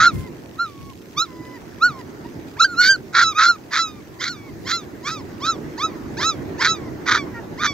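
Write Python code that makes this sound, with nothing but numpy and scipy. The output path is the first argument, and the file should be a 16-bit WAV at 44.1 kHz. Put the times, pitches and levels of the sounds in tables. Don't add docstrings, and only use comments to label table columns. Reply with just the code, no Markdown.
import sys
import numpy as np
from scipy import signal
from scipy.fft import rfft, irfft, next_fast_len
from scipy.io import wavfile
from scipy.ndimage import uniform_filter1d, minimum_filter1d

SR = 44100
rng = np.random.default_rng(int(sys.argv[2]) if len(sys.argv) > 2 else 0)


def store_pcm(level_fs):
    pcm = np.round(np.clip(level_fs, -1, 1) * 32767).astype(np.int16)
    wavfile.write(sys.argv[1], SR, np.atleast_2d(pcm).T)


N = 340893
EDGE_HZ = 15750


# (start [s], length [s], pitch rise [s], pitch fall [s], start pitch [Hz], top pitch [Hz],
#  whine pitch [Hz], delay to full push [s], attack [s], hold [s], release [s], relative push level [dB],
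#  relative whine level [dB], upper against lower partials [dB]); shifts, lift and droop then bend the pitch
YELP_ROWS = [(0.0, 0.29, 0.089, 0.025, 1296, 1405, 1090, 0, 0.01, 0.073, 0.037, -6, -45, -12),
             (0.549, 0.38, 0.073, 0.048, 945, 1400, 1092, 0.05, 0.016, 0.0087, 0.093, -18, -45.5, -14.5),
             (1.142, 0.44, 0.092, 0.025, 860, 1366, 993, 0.041, 0.017, 0.025, 0.044, -13.5, -42.8, -3),
             (1.779, 0.24, 0.086, 0.041, 815, 1462, 1003, 0.05, 0.02, 0.011, 0.076, -8.5, -39.5, -14),
             (2.248, 0.045, 0.029, 0.062, 893, 968, 890, 0.0021, 0.005, 0.012, 0.012, -38.5, -56.0, -21),
             (2.566, 0.19, 0.086, 0.02, 732, 1567, 1400, 0.042, 0.015, 0.025, 0.028, 2, -29, -9.5),
             (2.746, 0.22, 0.14, 0.14, 1254, 1562, 1420, 0.052, 0.033, 0.11, 0.06, -9, -31, -7),
             (3.125, 0.21, 0.028, 0.12, 1166, 1428, 1346, 0.037, 0.024, 0.12, 0.061, -9, -32.5, -9.3),
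             (3.326, 0.24, 0.17, 0.02, 1124, 1400, 1303, 0.065, 0.045, 0.11, 0.039, -10.5, -37, -9),
             (3.704, 0.31, 0.066, 0.12, 955, 1351, 1138, 0.037, 0.041, 0.079, 0.093, -17.5, -50.5, -4.5),
             (4.186, 0.32, 0.12, 0.035, 880, 1453, 1101, 0.023, 0.021, 0.005, 0.15, -20.5, -47.7, 1),
             (4.644, 0.22, 0.11, 0.052, 888, 1364, 1070, 0.039, 0.047, 0.055, 0.083, -23, -56, 1),
             (5.027, 0.19, 0.1, 0.058, 891, 1306, 985, 0.036, 0.044, 0.0054, 0.17, -24.5, -44, -4),
             (5.399, 0.19, 0.094, 0.053, 869, 1320, 975, 0.056, 0.086, 0.047, 0.057, -21.5, -52, -3),
             (5.77, 0.22, 0.085, 0.062, 752, 1276, 954, 0.011, 0.0088, 0.069, 0.04, -23.5, -46, -2.5),
             (6.168, 0.3, 0.12, 0.038, 729, 1324, 1027, 0.0087, 0.152, 0.12, 0.045, -20, -52, -0.9),
             (6.578, 0.32, 0.13, 0.069, 810, 1371, 1055, 0.032, 0.038, 0.1, 0.061, -14, -46.0, -4.5),
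             (7.056, 0.33, 0.031, 0.12, 846, 1327, 936, 0.063, 0.12, 0.04, 0.074, -14.5, -50.5, -7.5),
             (7.339, 0.096, 0.038, 0.044, 954, 919, 860, 0.017, 0.037, 0.043, 0.008, -36.5, -58, -34),
             (7.573, 0.23, 0.055, 0.093, 817, 1263, 1110, 0.1, 0.12, 0.0055, 0.068, -15, -49, -7.5)]
# (frequency [Hz], left minus right [dB])
PORT_BALANCE = [(1400, -2), (4300, -3), (7000, -9.5), (9000, 7), (13000, 6.5)]
# (frequency [Hz], lead of left over right [rad])
PORT_PHASE = [(1400, 0.29), (3200, 1.01), (4000, 0.84), (5000, 1.2)]


def puppy():
    voice = sum(yelp(*row) for row in YELP_ROWS)

    def port_response(hz):
        half_phases = np.outer([.5, -.5], read(PORT_PHASE, hz))
        return ports(PORT_BALANCE, hz) * np.exp(1j * half_phases)

    return shaped(voice, port_response) + beach(voice)


# (frequency [Hz], relative level [dB])
NOSE_RESPONSE = [(2700, -43.5), (3300, -11), (4100, -8.5), (4600, 0), (5400, -6), (6200, -12), (7000, -8.5),
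                 (8500, -26.5)]
LOWER_DB_PER_OCTAVE, UPPER_DB_PER_OCTAVE = 20, 24.5
WHINE_SWELL_DB, WHINE_BRIGHT_DB = 10, -15.5


def yelp(start, length, rise_s, fall_s, start_hz, top_hz, whine_hz,
         delay_s, attack_s, hold_s, release_s, level_db, whine_db, bright_db):
    t = np.arange(max(round(start * SR), 0), min(round((start + length) * SR), N)) / SR
    age = t - start
    step, step_db = voice_shift(t)
    hz = pitch(age, length, rise_s, fall_s, start_hz, top_hz, whine_hz) * (1 + step)
    octaves = np.log2(hz / top_hz)
    effort_db = level_db + push(age - delay_s, attack_s, hold_s, release_s) + surges(t)
    whine = gain_of(whine_db + WHINE_SWELL_DB * (age / length - 1))

    pulses = folds(t, hz)
    lower, upper = throat(t, pulses)
    nasal = evened(shaped(pulses, lambda f: gain_of(read(NOSE_RESPONSE, f))))
    lower_push = gain_of(effort_db + LOWER_DB_PER_OCTAVE * octaves + step_db)
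    upper_push = gain_of(effort_db + UPPER_DB_PER_OCTAVE * octaves + bright_db)
    sound = lower * np.hypot(lower_push, whine) + upper * upper_push
    sound += nasal * whine * gain_of(WHINE_BRIGHT_DB)

    fade_s = 0.0036
    fade = np.clip(np.minimum(age, length - age) / fade_s, 0, 1)
    return np.interp(np.arange(N) / SR, t, sound * fade, 0, 0)


FALL_POWER = 2.5
END_DROOP, DROOP_S = .16, .016


def pitch(t, length, rise_s, fall_s, start_hz, top_hz, whine_hz):
    lift, lift_s = .04, .06
    climb = (top_hz - start_hz) * np.maximum(1 - t / rise_s, 0) ** 2
    fall = (np.maximum(t - rise_s, 0) / fall_s) ** FALL_POWER
    settle = (top_hz - whine_hz) * (1 - 1 / (1 + fall))
    ending = 1 + lift * np.exp((t - length) / lift_s) - END_DROOP * np.exp((t - length) / DROOP_S)
    return (top_hz - climb - settle) * ending


PUSH_DB, PUSH_POWER = 23.5, 1.37


def push(t, attack_s, hold_s, release_s):
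    away = np.maximum(-t, 0) / attack_s + np.maximum(t - hold_s, 0) / release_s
    return -PUSH_DB * away ** PUSH_POWER


# (start [s], end [s], pitch step [share], step of the lower partials [dB])
VOICE_SHIFTS = [(0.082, .335, -.06, -2.5), (1.184, 1.219, -0.029, -6), (2.616, 2.645, -0.12, -11),
                (2.82, 2.889, -0.026, -5), (3.238, 3.348, -0.066, -8.5), (3.47, 3.484, -.03, -4.5),
                (3.811, 4.025, -0.00071, -4), (5.487, 5.51, .01, 5), (5.835, 5.865, 0.016, 5),
                (6.681, 6.905, -0.041, -6), (7.666, 7.77, -0.065, -6.5)]
SHIFT_S = .004


def voice_shift(t):
    steps = 0
    for start, end, step, step_db in VOICE_SHIFTS:
        shifted = np.clip(np.minimum(t - start, end - t) / SHIFT_S + .5, 0, 1)
        steps = steps + np.outer([step, step_db], shifted)
    return steps


# (start [s], end [s], chaos [0-1], lingering of period doubling afterwards [s])
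VOICE_BREAKS = [(0, 0.064, 0.52, 0.0021), (2.821, 2.875, 0.39, 0.015), (3.12, 3.229, 0.87, 0.021),
                (3.387, 3.462, 0.59, 0.025), (3.71, 3.791, 0.8, 0.027), (4.217, 4.291, 0.94, 0.004),
                (4.675, 4.724, 0.84, 0.038), (5.069, 5.113, 0.46, 0.037), (5.456, 5.479, 0.26, 0.0031),
                (5.824, 5.82, 0.26, 0.0018), (6.211, 6.235, 0.63, 0.021), (6.616, 6.679, 0.95, 0.024),
                (7.065, 7.181, 0.87, 0.0057), (7.36, 7.358, 0, 0.031), (7.618, 7.673, 0.67, 0.0032)]
STRAIN, STRAIN_S = 0.21, 0.034
JITTER = .002


def folds(t, hz):
    rise_s, fall_s = 0.027, 0.02

    def gate(start, end):
        return np.clip(np.minimum((t - start) / rise_s + 0.59, (end - t) / fall_s + .5), 0, 1)

    chaos, doubling = 0, 0
    for start, end, depth, linger in VOICE_BREAKS:
        strain = STRAIN * np.exp(-abs(t - start) / STRAIN_S) * (t < start)
        chaos = chaos + depth * np.maximum(gate(start, end), strain)
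        doubling = doubling + gate(start, end + linger)

    chaos_jitter = 0.0569

    def phase_of(f):
        unsteady = 1 + JITTER * wobble(len(t), 120) + chaos_jitter * chaos * wobble(len(t), 306)
        return 2 * np.pi * np.cumsum(f * unsteady) / SR

    tilt_db, even_db = -3, -6
    flicker_db, flicker_hz = 2.5, 30

    def partial(angle, k):
        level_db = tilt_db * np.log2(k) + flicker_db * wobble(len(t), flicker_hz)
        return np.cos(k * angle) * gain_of(level_db) * (k * hz < EDGE_HZ)

    sag = .04
    slow_ratio, slow_share = .79, .8
    angle, slow_angle = phase_of(hz * (1 - sag * chaos)), phase_of(hz * slow_ratio)
    pulses = sum(partial(angle, k) * gain_of(even_db * (k % 2 == 0)) for k in range(1, 15))
    slow_pulses = slow_share * chaos ** 2 * sum(partial(slow_angle, k) for k in range(1, 9))
    halves, shimmer = 0.42, 0.83
    strength = 1 + halves * doubling * np.cos(angle / 2) + shimmer * chaos * wobble(len(t), 420)

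    air_hz, leak, rasp = 1300, 0.0056, 1.0
    body_db, body_hz, body_width_hz = 7, 1900, 380

    def air_response(f):
        body = body_db * np.exp(-((f - body_hz) / body_width_hz) ** 2)
        return f ** 4 / (f ** 4 + air_hz ** 4) * gain_of(body)

    air = shaped(rng.standard_normal(len(t)), air_response)
    puffs = (leak + rasp * chaos) * (1 + np.cos(angle)) * air
    return (pulses + slow_pulses) * strength + puffs


def surges(t):
    surge_db, surge_hz = 2.2, 55
    inside = sum(depth * (t > start) * (t < end) for start, end, depth, linger in VOICE_BREAKS)
    return surge_db * smooth(inside, size=300) * wobble(len(t), surge_hz)


# (frequency [Hz], relative level [dB])
THROAT_RESPONSE = [(550, -66), (900, -13.5), (1150, -13.5), (1430, 5.5), (1750, 3), (2300, -0.5),
                   (2900, -26.5), (3450, -16.5), (4100, -14), (4900, -15), (5800, -21.5), (6500, -21),
                   (7300, -30.5), (8300, -42.5), (11000, -79), (13500, -37.5), (16000, -61.5)]
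# (time [s], jaw opening as lift of the second resonance [dB], factor on the throat's frequencies)
MOUTH_SHAPE = [(.1, -7, 0.97), (.75, -24, 0.92), (1.35, -10.5, 0.94), (1.9, -21, 0.97), (2.65, -10.5, 0.99),
               (2.86, 5, 0.99), (3.35, -11.5, 0.97), (3.85, -4, 1.003), (4.35, 4, 0.99), (4.75, 1, 0.99),
               (5.1, -13.5, 1.035), (5.5, -20, 0.97), (5.9, -13, .99), (6.7, -6.5, 1.005), (7.25, -5, 0.97),
               (7.65, -3.5, 0.96)]


def throat(t, pulses):
    jaw_db, scale = follow(MOUTH_SHAPE, t.mean())
    jaw_hz, jaw_width_hz, notch_hz = 2020, 340, 2900

    def tract_response(f):
        shift = scale ** np.minimum(f / notch_hz, 1) ** 2
        jaw = jaw_db * np.exp(-((f - jaw_hz) / jaw_width_hz) ** 2)
        return gain_of(read(THROAT_RESPONSE, f / shift) + jaw)

    voice = shaped(pulses, tract_response)
    lower = shaped(voice, lambda f: 1 / (1 + (f / notch_hz) ** 24))
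    return steadied(lower), steadied(voice - lower)


def beach(x):
    t = np.arange(SR // 3) / SR
    scatter_db, t60 = -31, .25
    taps = rng.standard_normal((2, len(t))) * gain_of(-60 * t / t60) * (t > .004)
    taps /= np.linalg.norm(taps[0])
    return gain_of(scatter_db) * signal.fftconvolve(x[None], taps, axes=1)[:, :N]


# (frequency [Hz], relative level per Hz [dB])
SURF_SPECTRUM = [(25, -63.5), (60, -20), (105, 4), (170, -6), (330, 2), (500, -10), (1200, -18.5),
                 (1900, -20), (3000, -31.5), (6300, -30.5), (9800, -46.5), (13500, -38.5), (16000, -42)]
# (time [s], relative level [dB])
SURF_SWELL = [(0, -36.5), (.8, -45), (2.1, -38), (3.2, -41.5), (3.8, -42), (4.7, -39), (5.6, -35),
              (6.3, -32), (7.7, -35.5)]
# (frequency [Hz], correlation)
SURF_LIKENESS = [(50, 0.1), (190, 1), (1000, 0.057), (12000, 0.4)]
# (frequency [Hz], left minus right [dB])
SHORE_BALANCE = [(60, 0.5), (300, -3.5), (800, 0.5), (6000, -4), (12000, 12.5)]


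def surf():
    frames, hz = N // 256 + 5, np.fft.rfftfreq(1024, 1 / SR)
    a, b, c, d, patches = rng.standard_normal((frames, 513, 5)).T
    patch_db, surf_db, hiss_db = 2, 2.5, -37
    patches = uniform_filter1d(patches, size=10, axis=0)
    patches = evened(uniform_filter1d(patches, size=8, axis=1))
    same = np.clip(read(SURF_LIKENESS, hz), -1, 1)[:, None]
    left, other = a + 1j * b, c + 1j * d
    bins = np.array([left, same * left + np.sqrt(1 - same ** 2) * other])
    spectrum_db = read(SURF_SPECTRUM, hz)[:, None] + patch_db * patches
    bins *= ports(SHORE_BALANCE, hz)[:, :, None] * gain_of(spectrum_db)
    wash = evened(signal.istft(bins, nperseg=1024, noverlap=768)[1][:, :N])
    hiss = shaped(wash, lambda f: f ** 2 / (f ** 2 + 3000 ** 2))
    swell_db, = follow(SURF_SWELL, np.arange(N) / SR)
    return gain_of(surf_db + swell_db) * (wash - hiss) + gain_of(hiss_db) * hiss


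# (time of the peak [s], width [s], level of the eddy, added to the breeze [dB])
WIND_EDDIES = [(0.0, 0.047, -28.5), (0.147, 0.02, -25), (0.199, 0.037, -26), (.85, 0.077, -41.5),
               (4.65, 0.085, -40), (6.3, 0.18, -41.5)]
# (frequency [Hz], relative level per Hz [dB])
BUFFET_SPECTRUM = [(20, -40.5), (60, -4.5), (110, 1), (280, -9.5), (1000, -44.5)]
BREEZE_DB = -55


def gust():
    t = np.arange(N) / SR
    eddies = sum(gain_of(db) * np.exp(-((t - s) / width) ** 2) for s, width, db in WIND_EDDIES)
    buffeting = shaped(rng.standard_normal((2, N)), lambda f: gain_of(read(BUFFET_SPECTRUM, f)))
    return (gain_of(BREEZE_DB) + eddies) * evened(buffeting)


# (time [s], level [dB])
PEBBLE_LEVEL = [(0, -54.5), (3.3, -60), (4.6, -61), (5.3, -60.5), (5.9, -62), (7.7, -69)]
# (frequency [Hz], relative level per Hz [dB])
PEBBLE_SPECTRUM = [(800, -25), (2500, 10), (9500, -7), (13500, -21)]


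def pebbles():
    ticks_per_s, ring_s = 160, .0013
    strength = gain_of(3.5 * np.minimum(rng.exponential(1, N), 3))
    hits = (rng.random(N) < ticks_per_s / SR) * strength
    t = np.arange(SR // 100) / SR
    ticks = signal.oaconvolve(hits, np.exp(-t / ring_s))[:N] * rng.standard_normal((2, N))
    ticks = shaped(ticks, lambda f: gain_of(read(PEBBLE_SPECTRUM, f)) * ports(SHORE_BALANCE, f))
    level_db, = follow(PEBBLE_LEVEL, np.arange(N) / SR)
    return gain_of(level_db) * evened(ticks)


def gain_of(db):
    return 10 ** (np.asarray(db) / 20)


def evened(x):
    return x / np.sqrt(np.mean(x ** 2) + 1e-20)


def read(points, hz):
    f, value = np.transpose(points)
    return np.interp(np.log(hz + 1), np.log(f + 1), value)


def follow(rows, t):
    s, *columns = np.transpose(rows)
    return [np.interp(t, s, c) for c in columns]


def shaped(x, response):
    size = next_fast_len(x.shape[-1] + 2048)
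    spectrum = rfft(x, size) * response(np.fft.rfftfreq(size, 1 / SR))
    return irfft(spectrum, size)[..., :x.shape[-1]]


def wobble(count, hz):
    return evened(shaped(rng.standard_normal(count), lambda f: 1 / (1 + (f / hz) ** 4)))


def smooth(x, size):
    return uniform_filter1d(uniform_filter1d(x, size), size)


def steadied(x):
    return x / np.sqrt(abs(smooth(x ** 2, size=640)) + 1e-12)


def ports(balance, hz):
    return gain_of(np.outer([.5, -.5], read(balance, hz)))


def scene():
    return puppy() + surf() + gust() + pebbles()


def record(dry):
    room = np.minimum(.95 / (abs(dry).max(0) + 1e-9), 1)
    held = dry * smooth(minimum_filter1d(room, size=200), size=100)
    low_pass = signal.firwin(511, EDGE_HZ, window=("kaiser", 9), fs=SR)
    return signal.oaconvolve(held, low_pass[None], "same")


dry = scene()
out = record(dry)
store_pcm(out)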